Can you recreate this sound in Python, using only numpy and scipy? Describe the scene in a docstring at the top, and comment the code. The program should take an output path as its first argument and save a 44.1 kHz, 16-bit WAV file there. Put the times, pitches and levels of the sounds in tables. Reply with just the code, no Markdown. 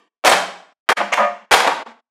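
"""Crushing a can

A hammer crushes an empty aluminium can on a concrete floor in a bare, echoing room. Each of three
blows buckles the thin wall in a run of crunches and pops, excites the can's modes and thuds on the
floor. The air inside hums, and between blows the can hops and its rim knocks on the concrete.
A limiter holds down the peaks, and the level dips briefly a few times."""
import sys
import numpy as np
from scipy import signal
from scipy.fft import rfft, irfft, next_fast_len
from scipy.io import wavfile
from scipy.ndimage import uniform_filter1d, minimum_filter1d

SR = 44100
rng = np.random.default_rng(int(sys.argv[2]) if len(sys.argv) > 2 else 0)


def dump_mix(stems):
    """Bounce the given channels to the path in sys.argv[1] as a 16-bit WAV at rate SR."""
    frames = np.atleast_2d(stems).T  # one column per channel
    limited = np.clip(frames, -1, 1)  # hard clip at full scale
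    pcm = np.round(limited * 32767).astype(np.int16)
    wavfile.write(sys.argv[1], SR, pcm)


N = 92610
T = np.arange(N) / SR


def amp(db):
    """Amplitude ratio of a level in decibels."""
    return 10 ** (np.asarray(db) / 20)


def at_hz(points, hz):
    """Interpolation on a logarithmic frequency axis."""
    freqs, values = np.transpose(points)
    return np.interp(np.log(hz), np.log(freqs), values)


def filt(x, hz, kind, order=2):
    """Causal Butterworth filter."""
    sos = signal.butter(order, np.clip(hz, 10, .47 * SR), kind, fs=SR, output="sos")
    return signal.sosfilt(sos, x + 1e-18)


def resonate(x, hz, q):
    """Second-order resonance of bandwidth hz / q."""
    return signal.lfilter(*signal.iirpeak(hz, q, fs=SR), x + 1e-18)


def with_energy(x, db, length):
    """Energy is power times duration: x gets that of a level held for length seconds."""
    return x * amp(db) * np.sqrt(length * SR / np.sum(x ** 2))


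def add(track, start, x):
    """Superposition: x joins the track at a time in seconds."""
    i = int(start * SR)
    track[..., i:i + x.shape[-1]] += x[..., :N - i]


def coloured(x, spectrum):
    """Minimum-phase filtering: folding the cepstrum makes the response causal."""
    size = next_fast_len(2 * x.shape[-1], True) // 2 * 2
    hz = np.arange(size // 2 + 1) * SR / size + 1
    cepstrum = irfft(np.log(amp(at_hz(spectrum, hz))))
    cepstrum[1:size // 2] *= 2
    cepstrum[size // 2 + 1:] = 0
    return irfft(rfft(x, size) * np.exp(rfft(cepstrum)))[..., :x.shape[-1]]


# Stereo width. Each row: frequency in Hz, gain of the side signal in dB.
SIDE_GAIN = [(60, -10), (200, -55), (3400, -52), (8000, -11.5), (14000, -0.5)]

def stereo(mid, side):
    """Decorrelation gives width: nearly mono in the midrange, wider in the deepest bass and treble."""
    side = coloured(side, SIDE_GAIN)
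    return np.array([mid + side, mid - side])


# Decay of the room. Each row: frequency in Hz, reverberation time in seconds.
ROOM_T60 = [(200, 0.54), (600, .55), (2500, .52), (8000, 0.45), (14000, 0.16)]
# Strength of the reverberation. Each row: frequency in Hz, gain in dB.
ROOM_GAIN = [(60, -4), (220, 0), (400, -4.5), (6000, -2.5)]

def diffuse_field(bands=16, size=36000, build_s=0.018):
    """Reverberation as bands of noise, with envelopes that build and then decay exponentially."""
    edges = np.geomspace(30, 18000, bands + 1)
    hz = np.sqrt(edges[:-1] * edges[1:])[:, None]
    sources = [stereo(*pair) for pair in rng.standard_normal((2, 2, N))]
    noise = np.array([filt(sources[k % 2], edges[k:k + 2], "band") for k in range(bands)])
    t = T[:size]
    fades = np.exp(-np.log(1000) * t / at_hz(ROOM_T60, hz)) * (1 - np.exp(-t / build_s))
    return noise, fades * amp(at_hz(ROOM_GAIN, hz)) / np.linalg.norm(fades, axis=1, keepdims=True)


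def echo(x, room):
    """Convolution with diffuse reflections, a new pattern each time as the can moves."""
    noise, fades = room
    size = fades.shape[1]
    i = rng.integers(N - size)
    response = np.einsum("bct,bt->ct", noise[..., i:i + size], fades)
    return signal.fftconvolve(response, [x], axes=1)


def snaps(length, per_s=5100, release_s=0.0048, size=4096):
    """Impulsive excitation: one snap, then a random run of smaller ones that holds and dies away."""
    spread_db = 2 * np.minimum(rng.exponential(1, size), 3)
    impulses = amp(spread_db) * rng.choice([-1, 1], size)
    impulses *= rng.random(size) < per_s / SR
    impulses[0] = 2.8
    return impulses * np.exp(-np.maximum(T[:size] - length, 0) / release_s)


# Spectrum of the buckling snaps. Each row: frequency in Hz, relative spectral level in dB.
SNAP_SPECTRUM = [(100, -38.5), (200, -10), (400, -1.5), (800, 5), (2300, 1.5), (4800, -4.5), (10000, -9),
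                 (15500, -17)]

def crackle(length, top_hz):
    """Brief impulses radiate a broad spectrum, here rolled off above top_hz."""
    return filt(coloured(snaps(length), SNAP_SPECTRUM), top_hz, "low", order=1)


def lingering_echo(room):
    """Reverberation outlasts its source: the faint tail of an earlier blow."""
    tail = echo(crackle(0, top_hz=1500), room)[:, SR // 10:]
    return with_energy(tail, db=-56, length=0.081)


def hiss():
    """A faint noise floor: white noise with its treble rolled off."""
    return amp(-88.5) * filt(rng.standard_normal(N), 2500, "low", order=1)


# Modes of the can. Each row: frequency in Hz, relative dB if struck on the wall, and if on the rim.
CAN_MODES = [ (380.5, -10.5, -19), (480.4, -1, -37), (550.3, 1, 2.5), (589.3, -8.5, 5), (656, 0, 1.5),
             (706, -16, 9), (752, 2.5, -8), (789, 0, -0.5), (913, 4, -5), (978.5, -0.5, 5.5), (1150, -7, 2),
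             (1227, 2.5, 6.5), (1737, 1.5, 0), (1844, 0, 1), (2143, -1, -9.5), (2360, 0.5, -2.5), ]

def can_ring(length, db, on_rim, size=32768):
    """Damped normal modes swell during a contact and ring out, the higher ones dying sooner."""
    hz, wall_db, rim_db = np.transpose(CAN_MODES)
    gains = amp(rim_db if on_rim else wall_db)
    t60 = (0.27 if on_rim else 0.22) * (1000 / hz) ** 0.3
    detune = 0.0046 if on_rim else 0.0092  # each contact retunes the can a little, the stiff rim less
    hz = hz * (1 + detune * rng.standard_normal(len(hz)))
    t = T[:size]
    cycles = hz[:, None] * t + rng.random((len(hz), 1))
    modes = np.sin(2 * np.pi * cycles) * np.exp(-np.log(1000) * t / t60[:, None])
    swell = np.minimum(t / length, 1)
    return amp(db) * (gains @ modes) / np.sqrt(np.sum(gains ** 2) / 2) * swell


# Buckling of the wall. Each row: start in seconds, length in seconds, wall level in dB,
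# wall resonance in Hz, crackle level in dB, crackle cutoff in Hz.
BUCKLES = [ (0.2391, 0.0077, -19, 786, -35, 2460), (0.2484, 0.014, -11, 700, -12, 8250),
           (0.2658, 0.0075, -13.5, 716, -8, 6940), (0.2753, 0.005, -5, 668, -6.5, 6000),
           (0.2976, 0.0013, -14, 670, -10.5, 11000), (0.3148, 0.0041, -9, 760, -11.5, 10700),
           (0.3255, 0.011, -16, 1230, -13, 3500), (0.8896, 0.0089, -10.5, 1400, -13, 4160),
           (0.9018, 0.0048, -20.5, 1410, -12, 5000), (.916, 0.0028, -11.5, 1420, -16, 2000),
           (1.135, 0.007, -17, 2090, -17, 4000), (1.5102, 0.0038, -12, 835, -18, 5000),
           (1.5154, .014, -13, 1980, -8, 7500), (1.536, 0.0089, -6, 933, -7, 4600),
           (1.603, 0.0026, -13, 1300, -11.5, 4420), (1.646, 0.0084, -13.5, 795, -28.5, 3960),
           (1.667, 0.011, -18, 980, -23.5, 3000), (1.6748, 0.0064, -9.5, 1080, -16, 2300), ]

def crunches(room):
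    """A thin shell buckles in snaps, which drive the dented wall's resonance and crackle above it."""
    out = np.zeros((2, N))
    for start, length, wall_db, wall_hz, crackle_db, top_hz in BUCKLES:
        wall = resonate(snaps(length), wall_hz, q=2.8)
        wall = filt(filt(wall, 288, "high", order=3), 3260, "low")
        mid, side = (with_energy(crackle(length, top_hz), crackle_db, length) for _ in range(2))
        mid += with_energy(wall, wall_db, length)
        add(out, start, stereo(mid, side))
        add(out, start, echo(mid, room))
        add(out, start, can_ring(length, wall_db - 6, on_rim=False))
    return out


# Blows borne by the floor. Each row: start in seconds, level in dB.
FLOOR_THUDS = [(0.248, -43), (0.327, -40.5), (0.89, -39), (1.133, -45.5), (1.538, -45), (1.676, -41)]

def floor_thuds(room, decay_s=0.0026):
    """A heavily damped impact: the floor takes the weight of a blow with a burst of low noise."""
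    out = np.zeros((2, N))
    for start, db in FLOOR_THUDS:
        burst = rng.standard_normal(N) * np.exp(-T / decay_s)
        thud = with_energy(filt(burst, 115, "low"), db, decay_s)
        add(out, start, thud + echo(thud, room)[:, :N])
    return out


# Popping patches of wall. Each row: start in seconds, length in seconds, pitch in Hz, level in dB.
PATCH_POPS = [ (0.2943, .003, 7900, -17.5), (0.321, 0.0042, 3200, -11.5), (0.893, .004, 1435, -12.5),
              (.896, 0.01, 420, -22), (1.128, 0.0032, 2220, -11), (1.123, 0.018, 6200, -31),
              (1.526, 0.017, 8940, -24), (1.531, 0.013, 3380, -13.5), (1.665, 0.01, 275, -28), ]

def pops(room, q=3.7):
    """Snap-through: a patch of wall pops with a short note, high if it is small, low if large."""
    out = np.zeros((2, N))
    for start, length, hz, db in PATCH_POPS:
        notes = [resonate(resonate(snaps(length), hz, q), hz, q) for _ in range(2)]
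        mid, side = (with_energy(note, db, length) for note in notes)
        add(out, start, stereo(mid, side))
        add(out, start, amp(-4.5) * echo(mid, room))
    return out


# Hums of the enclosed air. Each row: start in seconds, pitch in Hz, level in dB.
AIR_HUMS = [(0.329, 184.3, -34), (0.969, 209, -33.5), (1.178, 211.3, -30), (1.539, 221.4, -36.5),
            (1.856, 236, -43.5)]

def air_hums(swell_s=0.012, t60_s=0.52, q=8):
    """Helmholtz resonance: air hums through the can's opening, higher as the volume shrinks."""
    out = np.zeros((2, N))
    envelope = np.minimum(T / swell_s, 1) * np.exp(-np.log(1000) * T / t60_s)
    for start, hz, db in AIR_HUMS:
        puff = rng.standard_normal(N) * envelope
        hum = resonate(resonate(puff, hz, q), hz, q)
        add(out, start, with_energy(hum, db, 2 * swell_s))
    return out


# Knocks of the rim; the last row is a faint ringing tail that comes back as a level dip ends.
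# Each row: start and length in seconds, clack level in dB, clack pitch in Hz, ring level in dB.
KNOCKS_AND_TAIL = [ (0.968, 0.028, -22.5, 1930, -19.5), (1.004, 0.014, -14.5, 857, -20.5),
                   (1.12, 0.0051, -19.5, 927, -18.5), (1.1742, 0.012, -13.5, 1007, -18),
                   (1.184, 0.013, -24, 1190, -10.5), (1.202, 0.026, -18, 1080, -13.5),
                   (1.228, 0.022, -25, 1504, -11), (1.798, 0.034, -31.5, 648, -50),
                   (1.862, 0.0032, -32, 785, -58), ]

def knocks_and_tail(room):
    """Impacts excite modes: the stiff rim clacks on concrete and rings. Last comes a faint tail."""
    out = np.zeros((2, N))
    for start, length, clack_db, clack_hz, ring_db in KNOCKS_AND_TAIL:
        clack = resonate(snaps(length), clack_hz, q=2.2)
        clack = filt(filt(clack, 288, "high", order=3), 2720, "low", order=3)
        clack = with_energy(clack, clack_db, length)
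        add(out, start, clack)
        add(out, start, amp(-7) * echo(clack, room))
        add(out, start, can_ring(length, ring_db, on_rim=True))
    return out


def scene():
    """Superposition of the can, the floor and their reverberation in one room."""
    room = diffuse_field()
    out = crunches(room) + pops(room) + knocks_and_tail(room) + floor_thuds(room) + air_hums()
    add(out, 0, lingering_echo(room))
    return out + hiss()


# Brief dips in level, adding where they overlap. Each row: start and end in seconds, gain in dB.
LEVEL_DIPS = [(0.087, 0.226, -23), (0.736, 0.864, -37), (0.935, .965, -49.5), (1.459, 1.505, -10),
              (1.834, 1.859, -20.5), (1.929, 2.2, -6), (2.01, 2.194, -30)]

def record(dry, limit_db=9, limit_s=0.0011, overload_db=-1.3, dip_edge_s=0.014):
    """Fast limiting holds the peaks and saturation rounds them; the level dips and the top is cut."""
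    window = int(limit_s * SR)
    safe_gain = np.minimum(amp(limit_db) / (np.abs(dry).max(axis=0) + 1e-9), 1)
    held = dry * uniform_filter1d(minimum_filter1d(safe_gain, window), window)
    rounded = held / (1 + (held / amp(overload_db)) ** 4) ** .25
    dip_db = sum(float(db) * ((T > start) & (T < end)) for start, end, db in LEVEL_DIPS)
    dip_gain = amp(uniform_filter1d(dip_db, int(dip_edge_s * SR)))
    lowpass = signal.cheby2(20, 70, 16100, fs=SR, output="sos")
    return signal.sosfilt(lowpass, dip_gain * rounded)


dry = scene()
out = record(dry)
dump_mix(out)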